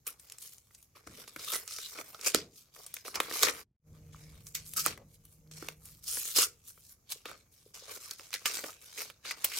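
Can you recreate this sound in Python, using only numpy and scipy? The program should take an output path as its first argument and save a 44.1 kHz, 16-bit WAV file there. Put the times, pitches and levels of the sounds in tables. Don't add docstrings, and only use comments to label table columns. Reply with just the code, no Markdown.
import sys
import numpy as np
from scipy import signal
from scipy.fft import rfft, irfft, next_fast_len
from scipy.io import wavfile
from scipy.ndimage import uniform_filter1d

SR = 44100
rng = np.random.default_rng(int(sys.argv[2]) if len(sys.argv) > 2 else 0)


def unload_wav(signal):
    wavfile.write(
        sys.argv[1],
        SR,
        np.round(np.clip(np.atleast_2d(signal).T, -1, 1) * 32767).astype(np.int16),
    )


def undo_db(level):
    steps = np.asarray(level, float) / 20
    return 10 ** steps


N = 422919

# pitch in Hz, width in Hz, level in dB
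CARTON_TONES = [(323, 200, -7), (460, 71.6, 3), (634, 190, -5.5), (1295, 250, -0.5), (2300, 230, -6.5)]
SWING_DB = 30


def unit(x):
    return x / np.sqrt(np.mean(x ** 2))


def to_peak(x):
    return x / np.abs(x.mean(axis=0)).max()


def curves(table):
    s, *columns = np.transpose(table)
    return [np.interp(np.arange(N) / SR, s, c) for c in columns]


def band(x, lo_hz, hi_hz, order=2):
    limits = [lo_hz, min(hi_hz, .45 * SR)]
    return signal.sosfilt(signal.butter(order, limits, "band", fs=SR, output="sos"), x)


def ring(x, tones):
    total = 0
    for k, (hz, width, db) in enumerate(tones):
        total = total + (-1) ** k * undo_db(db) * band(x, hz - width / 2, hz + width / 2, order=1)
    return total


def colour(x, points):
    hz, db = np.transpose(points)
    size = next_fast_len(x.shape[-1], real=True)
    f = np.maximum(np.fft.rfftfreq(size, 1 / SR), 1)
    gain = undo_db(np.interp(np.log(f), np.log(hz), db))
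    return irfft(rfft(x, size) * gain, size)[..., :x.shape[-1]]


def walk(rate):
    k = int(SR / rate)
    held = np.repeat(rng.standard_normal(N // k + 1), k)
    return unit(uniform_filter1d(held, k)[:N])


def pair(mid, side, width):
    return (mid + width * side * np.array([[1], [-1]])) / np.sqrt(1 + width ** 2)


def lean(pan_db):
    return np.array([[pan_db], [-pan_db]]) / 2


def outside():
    # time in seconds, rumble in dB, drone in dB
    street = [
        [(0.0, -72, -87.5), (3.57, -74, -80), (3.6, -82.5, -84)],
        [(3.9, -59, -58), (4.25, -57.5, -58), (4.55, -59.5, -68.5), (4.85, -62, -61.5), (5.3, -66, -69.5),
         (5.55, -62, -59), (5.85, -63, -68), (6.15, -68, -77.5)],
        [(6.3, -66.5, -77), (6.81, -73, -87.5), (9.59, -74, -81.5)],
    ]
    # pitch in Hz, level in dB per Hz
    hiss_tone = [(15, -30.5), (25, -9.5), (80, -3.5), (354, -19), (463, -18.5), (677, -23.5), (3250, -43),
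                 (6560, -22.5), (9070, -37.5), (11300, -25.5), (16000, -29.5)]
    # pitch in Hz, level in dB
    motor = [(155, 3), (310, -18), (465, -13)]
    rumble_db, drone_db = curves(sum(street, []))
    noise = rng.standard_normal((4, N))
    rumble = pair(unit(band(noise[0], 43, 130)), unit(band(noise[1], 45, 115)), 0.17)
    rumble = rumble * undo_db(rumble_db + 0.7 * walk(5))

    turns = np.cumsum(1 + 0.007 * walk(11)) / SR
    drone = sum(undo_db(db + 2.5 * walk(22)) * np.sin(2 * np.pi * hz * turns) for hz, db in motor)
    haze = undo_db(-14) * unit(band(noise[0], 135, 185)) + undo_db(-19) * unit(band(noise[1], 420, 620))
    drone = drone + haze

    mid, side = colour(noise[2:], hiss_tone)
    floor = unit(pair(band(mid, 55, 16000), band(side, 500, 16000), 1.0)) * undo_db(-72.0)
    return rumble + drone * undo_db(drone_db + 0.6) + floor


def pulls():
    # peak time in seconds, crackle in dB, swell in seconds, fade in seconds, carton share in dB
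    slides = [(.075, -41, 0.02, 0.081, -4), (.2, -65, 0.028, 0.33, -17), (.42, -52, 0.067, 0.31, -12),
              (.747, -70, 0.13, 0.085, -2), (.841, -68.5, 0.39, 0.095, -24),
              (1.552, -39.5, 0.27, 0.15, -2.5), (4.47, -61, 0.068, 0.17, -11),
              (4.774, -35.5, .03, .06, -12), (4.796, -35, 0.06, 0.07, -13), (4.841, -46, .01, .1, -15),
              (5.15, -67, 0.16, 0.045, -17), (5.25, -69.5, 0.036, .15, -8.5), (5.34, -72, 0.25, 0.14, -18),
              (5.871, -60.5, 0.15, 0.34, -11.5), (6.04, -56.5, 0.019, 0.34, -25),
              (6.687, -52.5, 0.071, 0.089, -24), (6.923, -61.5, 0.52, 0.06, -29)]
    # peak time in seconds, crackle in dB, swell in seconds, fade in seconds, carton share in dB
    tears = [(.332, -58, .3, .13, -7), (.461, -48.5, .06, .08, -17), (.53, -57, .03, .1, -18),
             (.962, -56.5, .022, .11, 0), (1.22, -46.5, .23, .065, -5), (2.005, -44, .14, .055, 0),
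             (2.576, -52, .11, .14, -33), (2.835, -56, .05, .1, -20), (3.05, -51, .01, .15, -6),
             (3.076, -47, .06, .13, -8), (3.21, -43.5, .024, .2, 2), (3.251, -48, .06, .08, -12),
             (3.301, -43, .03, .15, -12), (3.4275, -29.5, .025, .01, -8), (4.55, -32.5, .008, .054, -19),
             (4.57, -49.5, .022, .15, -11), (5.5135, -57, .005, .3, -13), (6.026, -59.5, .01, .2, -24),
             (6.433, -24.5, .05, .02, -19), (6.49, -59, .018, .15, -29.5), (7.106, -48.5, .02, .2, -15),
             (7.1225, -35, .045, .03, -17), (7.917, -45, .16, .15, -8), (7.95, -46, .03, .08, -9),
             (8.05, -53, .05, .15, -14), (8.565, -36.5, .21, .091, -11), (8.68, -46, .33, .17, -8),
             (9.0, -38.5, .093, .15, -11), (9.589, -35, .25, .059, -10.5)]
    # peak time in seconds, crackle in dB, swell in seconds, fade in seconds, carton share in dB
    crushes = [(1.067, -58, 0.014, 0.34, -0.5), (1.28, -48, 0.02, 0.072, -15),
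               (2.27, -26, 0.055, 0.081, -11.5), (2.348, -31, 0.016, 0.1, -1.5),
               (2.965, -46.5, .09, 0.1, -11.5), (3.155, -41.5, 0.025, 0.079, 4.5),
               (3.433, -27.5, 0.029, 0.14, -1), (4.87, -31.5, 0.047, 0.094, -5),
               (7.261, -46, .015, .08, -6), (7.291, -53, 0.03, 0.16, 4), (7.371, -60, .05, .12, -9),
               (7.743, -48, .01, 0.33, -10.5), (8.345, -37, 0.045, 0.082, -10.5),
               (8.46, -29, 0.013, 0.088, -13.5), (9.445, -30.5, 0.0096, 0.049, -5.5)]
    # start in seconds, hold in seconds, crackle in dB, carton share in dB, sheen share in dB
    drags = [(1.399, 0.185, -44, -12, -9), (1.69, 0.25, -46, -17, 0), (2.044, 0.2, -58, -3, 4),
             (2.75, 0.16, -59, -7, 3), (3.335, 0.1, -38, -9, -0.5), (3.45, 0.046, -39, 1, -4),
             (3.529, 0.087, -51, -1.5, -0.5), (3.95, 0.26, -75.5, -3, -1), (4.132, 0.28, -65, -4, -1),
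             (4.661, 0.14, -61, -22, 11), (5.57, 0.15, -55, -4, -1), (6.079, 0.255, -43, -18, 6.5),
             (6.365, 0.073, -28, -13, 2.5), (7.527, .18, -68, -12, 2), (8.007, 0.14, -52.5, -9, -2),
             (8.184, 0.11, -57, -9, -1), (8.816, 0.22, -58, -7.5, 1), (9.259, 0.062, -42, -5, -9),
             (9.376, 0.06, -57, -8, -8)]
    # crackle in dB, carton in dB, sheen in dB
    rest_db = [-83.5, -82, -90]
    drag_swell_s, drag_fade_s, sag_db_per_s = 0.036, 0.053, 13
    carton_steep, sheen_steep = 0.98, 1.22

    rows = []
    for table, sheen_db in [(slides, 9.5), (tears, 0.7), (crushes, -3.5)]:
        rows += [(s, 0, db, swell, fade, carton, sheen_db) for s, db, swell, fade, carton in table]
    rows += [(s, hold, db, drag_swell_s, drag_fade_s, carton, sheen) for s, hold, db, carton, sheen in drags]
    s, hold, db, swell, fade, carton, sheen = np.transpose(rows)[:, :, None]

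    t = np.arange(0, N / SR + .002, .001)
    drop_db = SWING_DB * (np.maximum(s - t, 0) / swell + np.maximum(t - s - hold, 0) / fade)
    db = db - sag_db_per_s * (np.clip(t - s, 0, hold) - hold / 2)
    layers = db - drop_db, db + carton - carton_steep * drop_db, db + sheen - sheen_steep * drop_db
    total = [10 * np.log10(np.sum(undo_db(2 * x), axis=0) + undo_db(2 * rest)) for x, rest in zip(layers, rest_db)]
    return curves(np.transpose([t] + total))


def fibres(per_s, spread_db, smear_ms):
    sizes = undo_db(spread_db * np.minimum(rng.exponential(size=N), 5))
    hits = (rng.random(N) < per_s / SR) * sizes
    return signal.lfilter([1], [1, -np.exp(-1000 / (smear_ms * SR))], hits)


def bend_modes(paper, depth_db, frames=12):
    f, _, z = signal.stft(paper, SR, nperseg=512)
    count = z.shape[-1]
    bends = np.repeat(rng.standard_normal((len(f), count // frames + 1)), frames, axis=1)
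    bends = uniform_filter1d(bends, 2, axis=0)
    bends = unit(uniform_filter1d(bends, frames // 2, axis=1))[:, :count]
    return signal.istft(z * undo_db(depth_db * bends), SR, nperseg=512)[1][:, :N]


def sheet_patches(paper, sheet_db, carton_db, sheen_db):
    size = next_fast_len(N, real=True)
    spectrum = rfft(bend_modes(paper, depth_db=3.0), size)
    octave = np.log2(np.fft.rfftfreq(size, 1 / SR) + 1)
    out = 0
    for hz in 1300 * 2 ** np.arange(0, 4, .5):
        patch = np.clip(1 - 2 * np.abs(octave - np.log2(hz)), 0, 1)
        mid, side = irfft(spectrum * patch, size)[:, :N]
        thin = np.clip(np.log2(hz / 5600), 0, 1)
        glued = np.clip(.5 * np.log2(4000 / hz), 0, .55)
        level_db = (1 - thin - glued) * sheet_db + thin * sheen_db + glued * (carton_db + 6.0)
        shifting_db = 1.7 * walk(20) + 1.6 * walk(120)
        out = out + pair(mid, side, 0.73 + 0.03 * thin) * undo_db(level_db + shifting_db)
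    return out


def panels(sheet):
    # start in seconds, hold in seconds, level in dB, pitch in Hz, left minus right in dB
    rubs = [(.066, .022, -48, 1300, 0), (.954, .04, -62.5, 1200, 0), (1.041, .025, -74.5, 1200, 2),
            (1.191, .055, -63, 1300, 2), (1.476, .095, -48, 1260, 2), (1.481, .08, -49.5, 3400, 0),
            (1.666, .125, -62.5, 1300, 2), (1.681, .13, -54.5, 5500, 0), (1.971, .03, -49.5, 1290, 3),
            (2.351, .04, -41.5, 5100, -2), (2.761, .04, -61.5, 450, 0), (3.051, .045, -57.5, 450, 0),
            (3.361, .04, -54.5, 450, 0), (3.4315, .006, -30, 1250, 3), (3.471, .018, -44, 1900, 2),
            (4.5525, .008, -47.5, 2300, 0), (4.771, .028, -46, 1300, 2), (4.976, .05, -60.5, 500, 0),
            (6.071, .08, -52.5, 5600, -2), (6.139, .02, -44.5, 10300, 0), (7.2565, .008, -47.5, 1250, 3),
            (7.287, .065, -59, 1260, 2), (7.288, .07, -63.5, 450, 0), (7.881, .04, -58.5, 470, -2),
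            (8.096, .02, -63.5, 1600, 0), (8.198, .02, -59.5, 450, -2), (8.333, .03, -47.5, 2000, -2),
            (8.461, .015, -45.5, 1200, -2), (8.501, .09, -55.5, 2050, -2), (8.981, .035, -50.5, 2400, -2),
            (9.256, .04, -54.5, 2300, 0), (9.516, .035, -48.5, 2300, -2)]
    swell_s, fade_s, width = .012, .04, 0.093
    out, t = np.zeros((2, N)), np.arange(N) / SR
    for s, hold, db, hz, pan_db in rubs:
        span = slice(int((s - .05) * SR), int((s + hold + .15) * SR))
        before, after = np.maximum(s - t[span], 0), np.maximum(t[span] - s - hold, 0)
        drop_db = SWING_DB * (before / swell_s + after / fade_s)
        mid, side = band(sheet[:, span], hz / (1 + width), hz * (1 + width), order=1)
        out[:, span] += pair(unit(mid), unit(side), 0.31) * undo_db(db - drop_db + lean(pan_db))
    return out


def crackle():
    # pitch in Hz, level in dB per Hz
    paper_tone = [(300, -3), (1250, 2.5), (1750, -4), (2300, -2), (3300, -1), (5500, 2), (8000, -1),
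                  (11000, -2.5), (14000, -3), (16000, -9), (16600, -24.5)]
    sheet_db, carton_db, sheen_db = pulls()
    fine = fibres(per_s=3200.0, spread_db=2.5, smear_ms=0.45)
    coarse = fibres(per_s=300.0, spread_db=4.5, smear_ms=1.5)
    paper = colour((fine + 0.31 * coarse) * rng.standard_normal((2, N)), paper_tone)
    paper = paper / np.sqrt(np.mean(band(paper[0], 2000, 8500) ** 2))
    patches = sheet_patches(paper, sheet_db, carton_db, sheen_db)

    jolts = paper * unit(1.0 + fibres(per_s=90.0, spread_db=3.0, smear_ms=8.4))
    hollow = 0
    for k, tone in enumerate(CARTON_TONES):
        hollow = hollow + ring(jolts, [tone]) * (-1) ** k * undo_db(1.8 * walk(18))
    mid, side = hollow
    carton = pair(unit(mid), unit(band(side, 450, 3000, order=3)), 0.67)
    singing = panels(band(paper + .5 * jolts, 300, 14000))
    return undo_db(-1.6) * patches + undo_db(carton_db - .6) * carton + singing


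def snaps():
    # time in seconds, peak in dB, ring in Hz, left minus right in dB
    cracks = [
        (2.2342, -27.5, 6420, 0.5),
        (2.3465, -1.5, 4310, -5),
        (4.862, -5, 8950, -1),
        (5.686, -21.5, 2490, -5),
        (6.3618, -26.5, 4740, -3),
        (8.1958, -32.5, 2450, -3),
        (8.306, -35, 5670, -5),
    ]
    # time in seconds, peak in dB, ring in Hz, left minus right in dB
    flicks = [(.3209, -24.5, 6550, 0), (.3841, -30, 6800, 3), (.5346, -34.5, 11100, 5),
              (1.6769, -23, 5940, -4), (1.7848, -29, 5400, 0), (3.149, -26, 4000, 0), (5.474, -55, 5000, 0),
              (3.063, -33, 3500, 0), (2.2116, -27, 5940, -2.5), (2.9406, -19, 10600, 0),
              (2.9674, -26.5, 2300, 0), (3.0605, -38, 2444, -8.5), (4.663, -38, 5450, -6.5),
              (4.7357, -24.5, 10100, 2), (4.769, -18, 12000, 2), (5.5705, -46, 11000, 2.5),
              (6.6784, -37.5, 12200, -1.5), (7.1024, -33, 8260, -4), (8.11, -20.5, 4810, -2),
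              (8.33, -23, 2523, -2), (8.976, -30.5, 2480, -13), (8.3394, -14, 3890, -2),
              (4.552, -34, 2300, 12.5), (9.5182, -28, 2280, -4), (5.252, -40, 10700, -1.5),
              (.582, -35, 6900, 5), (.827, -38, 9000, 3), (3.93, -55, 6000, -1), (4.852, -25, 5800, -1)]
    # time in seconds, peak in dB, ring in Hz, left minus right in dB
    rips = [(.0669, -24, 7540, -6), (.1967, -35.5, 7130, 2), (.4224, -33, 6840, 3), (.748, -37.5, 6300, 0),
            (1.8282, -33.5, 3380, 9), (2.246, -24.5, 3940, -8.5), (2.864, -27.5, 7900, 1),
            (3.1556, -17.5, 5000, -3.5), (4.4677, -33.5, 6400, -4), (4.5506, -23, 5880, -3),
            (5.8544, -34, 10440, -4), (6.0785, -30, 5730, -6.5), (6.421, -11, 8340, -5),
            (7.1215, -23, 5440, -4), (7.7448, -33, 6160, -2), (8.4568, -11, 2130, -6.5),
            (9.3099, -18, 2280, 1), (9.4443, -6.5, 12800, 2)]
    # time in seconds, peak in dB, ring in Hz, left minus right in dB
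    folds = [(1.3932, -31, 4650, 0), (1.5254, -22, 5640, -1), (1.5347, -17, 6160, -2),
             (1.5552, -19.5, 6310, -4), (2.1928, -39, 2440, 0.5), (2.2615, -17, 5200, 3),
             (3.1438, -29.5, 2300, 2.5), (3.3243, -24, 4700, -7.5), (3.431, -5.5, 5530, -4),
             (3.484, -19.5, 2250, 16.5), (5.5122, -41, 5760, 0), (6.3834, -12, 7970, -2),
             (9.0998, -32.5, 2380, -7)]
    # time in seconds, peak in dB, ring in Hz, left minus right in dB
    seams = [(1.072, -33, 5600, 2), (1.277, -34.5, 5850, -3), (1.3616, -27, 2000, 2.5),
             (1.9869, -30.5, 2320, -1), (2.1461, -31.5, 3900, -5), (3.05, -35.5, 2440, -1),
             (3.0804, -28, 7000, -2), (3.2018, -12, 3060, -1), (4.9756, -38, 1500, 5),
             (1.7852, -33, 1300, 0), (7.2554, -29, 2477, -0.5), (8.6399, -28, 2310, -5),
             (9.2503, -33.5, 2380, -.5), (.708, -53, 2000, -3), (1.931, -44.5, 1500, -1),
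             (1.952, -41, 2000, -7), (5.625, -34, 1500, -2), (6.171, -31.5, 1500, 2),
             (6.252, -40.5, 3000, -2), (6.776, -51, 1300, 5), (7.972, -37.5, 1200, 2),
             (8.587, -29, 1500, 0), (3.311, -25.5, 1490, 0), (6.703, -55, 1490, 0), (2.763, -41, 1500, 2.5)]
    # time in seconds, peak in dB, ring in Hz, left minus right in dB
    strands = [(0.299, -29, 6110, -1.0), (0.4604, -37, 10300, 1.0), (1.486, -27, 3590, -0.5),
               (1.7278, -31, 6350, 0.0), (1.7446, -31, 5310, 0.5), (1.7644, -28, 5240, -0.5),
               (1.8976, -39, 5540, 0.0), (2.2814, -24, 6690, 0.0), (2.319, -27, 4730, 1.0),
               (3.2964, -28, 4900, -0.5), (3.4564, -19, 5630, 0.5), (5.9494, -46.5, 5560, -0.5),
               (6.0342, -40, 11500, -1.5), (6.1384, -24.5, 10900, -1.0), (6.1544, -23, 11400, 0.0),
               (6.229, -24, 11900, -1.5), (6.2914, -31, 11200, -0.5), (6.4367, -14, 5780, 0.0),
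               (8.5375, -24, 8490, 0.0), (8.729, -37.5, 2990, -1.0), (8.8074, -45, 6720, -1.0)]
    # time in seconds, peak in dB, ring in Hz, left minus right in dB
    nicks = [
        (2.101, -50, 1220, 1.5),
        (3.259, -35, 1170, -1.5),
        (3.47, -18.5, 1920, 3),
        (7.286, -38.5, 2210, 1.0),
        (7.294, -39, 1210, 0.5),
        (7.314, -36, 1300, -0.5),
        (8.117, -43, 1730, 0.0),
        (8.417, -45, 1300, -1.5),
    ]
    # its table, carton share in dB, length in ms
    kinds = [(cracks, -11, 1.05), (flicks, -30, 2.3), (rips, -30, 4.5), (folds, -10, 4.5),
             (seams, -2.5, 2.8), (strands, -25, 1.2), (nicks, -2, 2.5)]
    size, lead = 2600, 220
    rows = [(*row, *kind) for table, *kind in kinds for row in table]
    s, peak_db, ring_hz, pan_db, carton_db, ms = np.transpose(rows)

    t = (np.arange(size) - lead) * 1000 / SR
    mid, side, knock = rng.standard_normal((len(s), 3, 1, size)).transpose(1, 0, 2, 3)
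    creak = .1 * np.exp(t / 1.5) * (t < 0)
    buckle = np.clip(t / .2, 0, 1) * np.exp(-np.abs(t) / np.maximum(ms, .3)[:, None, None])
    shape = creak + buckle
    burst = pair(mid, side, 0.2) * shape
    broad = band(burst, 1900, 13000, order=1)
    carton = ring(pair(knock, band(side, 470, 3000, order=3), 0.49) * shape, CARTON_TONES)

    out = np.zeros((2, N + size))
    for k, hz in enumerate(ring_hz):
        sheet = broad[k] + 5.5 * band(burst[k], hz * 0.84, hz * 1.26, order=1)
        both = to_peak(sheet) + undo_db(carton_db[k]) * to_peak(carton[k])
        i = int(s[k] * SR) - lead
        out[:, i:i + size] += both * undo_db(peak_db[k] - 3.0 + lean(pan_db[k]))
    return out[:, :N]


def room(dry):
    # pitch in Hz, time to die by 60 dB in seconds
    echo_times = [(400, 0.32), (1500, 0.21), (5000, 0.17), (12000, 0.096)]
    t = np.arange(SR // 2) / SR
    mid, side = rng.standard_normal((2, len(t))) * np.minimum(t / 0.003, 1)
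    tail = 0
    for hz, t60 in echo_times:
        part = band(pair(mid, side, min(hz / 3500, 1)), hz / 1.9, hz * 1.9)
        tail = tail + part * np.exp(-np.log(1000) * t / t60) / np.sqrt(t60)
    tail = undo_db(-11) * tail / np.sqrt(np.sum(tail ** 2) / 2)
    return signal.fftconvolve(dry.mean(axis=0)[None], tail, axes=1)[:, :N]


def knocks(table, cycles):
    out, age = np.zeros(N), np.arange(SR // 4) / SR
    for s, peak_db, hz in table:
        turns = hz * age / cycles
        i = int(s * SR)
        out[i:i + len(age)] += undo_db(peak_db + 3.5) * turns * np.exp(-turns) * np.sin(2 * np.pi * hz * age)
    return out


def taps():
    # time in seconds, peak in dB, pitch in Hz
    touches = [
        (0.969, -41, 1080),
        (3.925, -59, 334),
        (4.146, -39, 1200),
        (5.624, -36, 345),
        (7.158, -47, 451),
        (7.823, -44.5, 500),
        (7.662, -45, 440.2),
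        (8.637, -33, 567),
        (9.098, -48, 573),
    ]
    return knocks(touches, cycles=1.0)


def thumps():
    # time in seconds, peak in dB, pitch in Hz
    palm_hits = [
        (1.068, -40.5, 296),
        (1.362, -41, 315),
        (2.345, -39, 305),
        (3.199, -38, 291),
        (3.429, -42, 236),
        (4.86, -45, 296),
        (6.382, -40.5, 297.4),
        (7.255, -43.5, 294),
    ]
    return knocks(palm_hits, cycles=0.97)


def shakes():
    # time in seconds, level in dB, fade in seconds, top pitch in Hz
    jerks = [(1.066, -53, .33, 260), (1.366, -60.5, .25, 220), (2.348, -50, .3, 240), (3.15, -59, .4, 240),
             (3.431, -57.5, .4, 160), (4.571, -61, .4, 85), (4.766, -56.5, .2, 250),
             (4.876, -50.5, .28, 250), (4.991, -59, .18, 250), (6.081, -63.5, .2, 100),
             (6.401, -62.5, .3, 110), (7.291, -64.5, .3, 300)]
    out, age = np.zeros(N), np.arange(SR // 3) / SR
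    for (s, db, fade, top_hz), noise in zip(jerks, rng.standard_normal((len(jerks), len(age)))):
        i = int(s * SR)
        swell = np.minimum(age / .006, 1)
        out[i:i + len(age)] += unit(band(noise, 45, top_hz)) * swell * undo_db(db - SWING_DB * age / fade)
    return out


def ticks():
    # time in seconds, peak in dB, pitch in Hz
    touches = [
        (3.689, -68.5, 150),
        (3.711, -62.5, 151),
        (3.799, -68.5, 120.4),
        (3.826, -70.5, 150),
    ]
    return knocks(touches, cycles=.25)


def scene():
    # time in seconds, level in dB
    fade = [(0, -2), (3.63, 0), (3.66, -36), (3.7, -47.5), (3.8, -36.5), (3.875, 1), (9.6, 0)]
    paper = crackle() + snaps() + taps()
    faded = (paper + room(paper) + outside()) * undo_db(curves(fade)[0])
    return faded + thumps() + shakes() + ticks()


def low_pass(x):
    return signal.sosfilt(signal.butter(12, 17000, fs=SR, output="sos"), x)


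def record(dry):
    lowpass = signal.ellip(8, .2, 40, 16000, fs=SR, output="sos")
    mix = signal.sosfilt(lowpass, dry)
    return low_pass(mix)


dry = scene()
out = record(dry)
unload_wav(out)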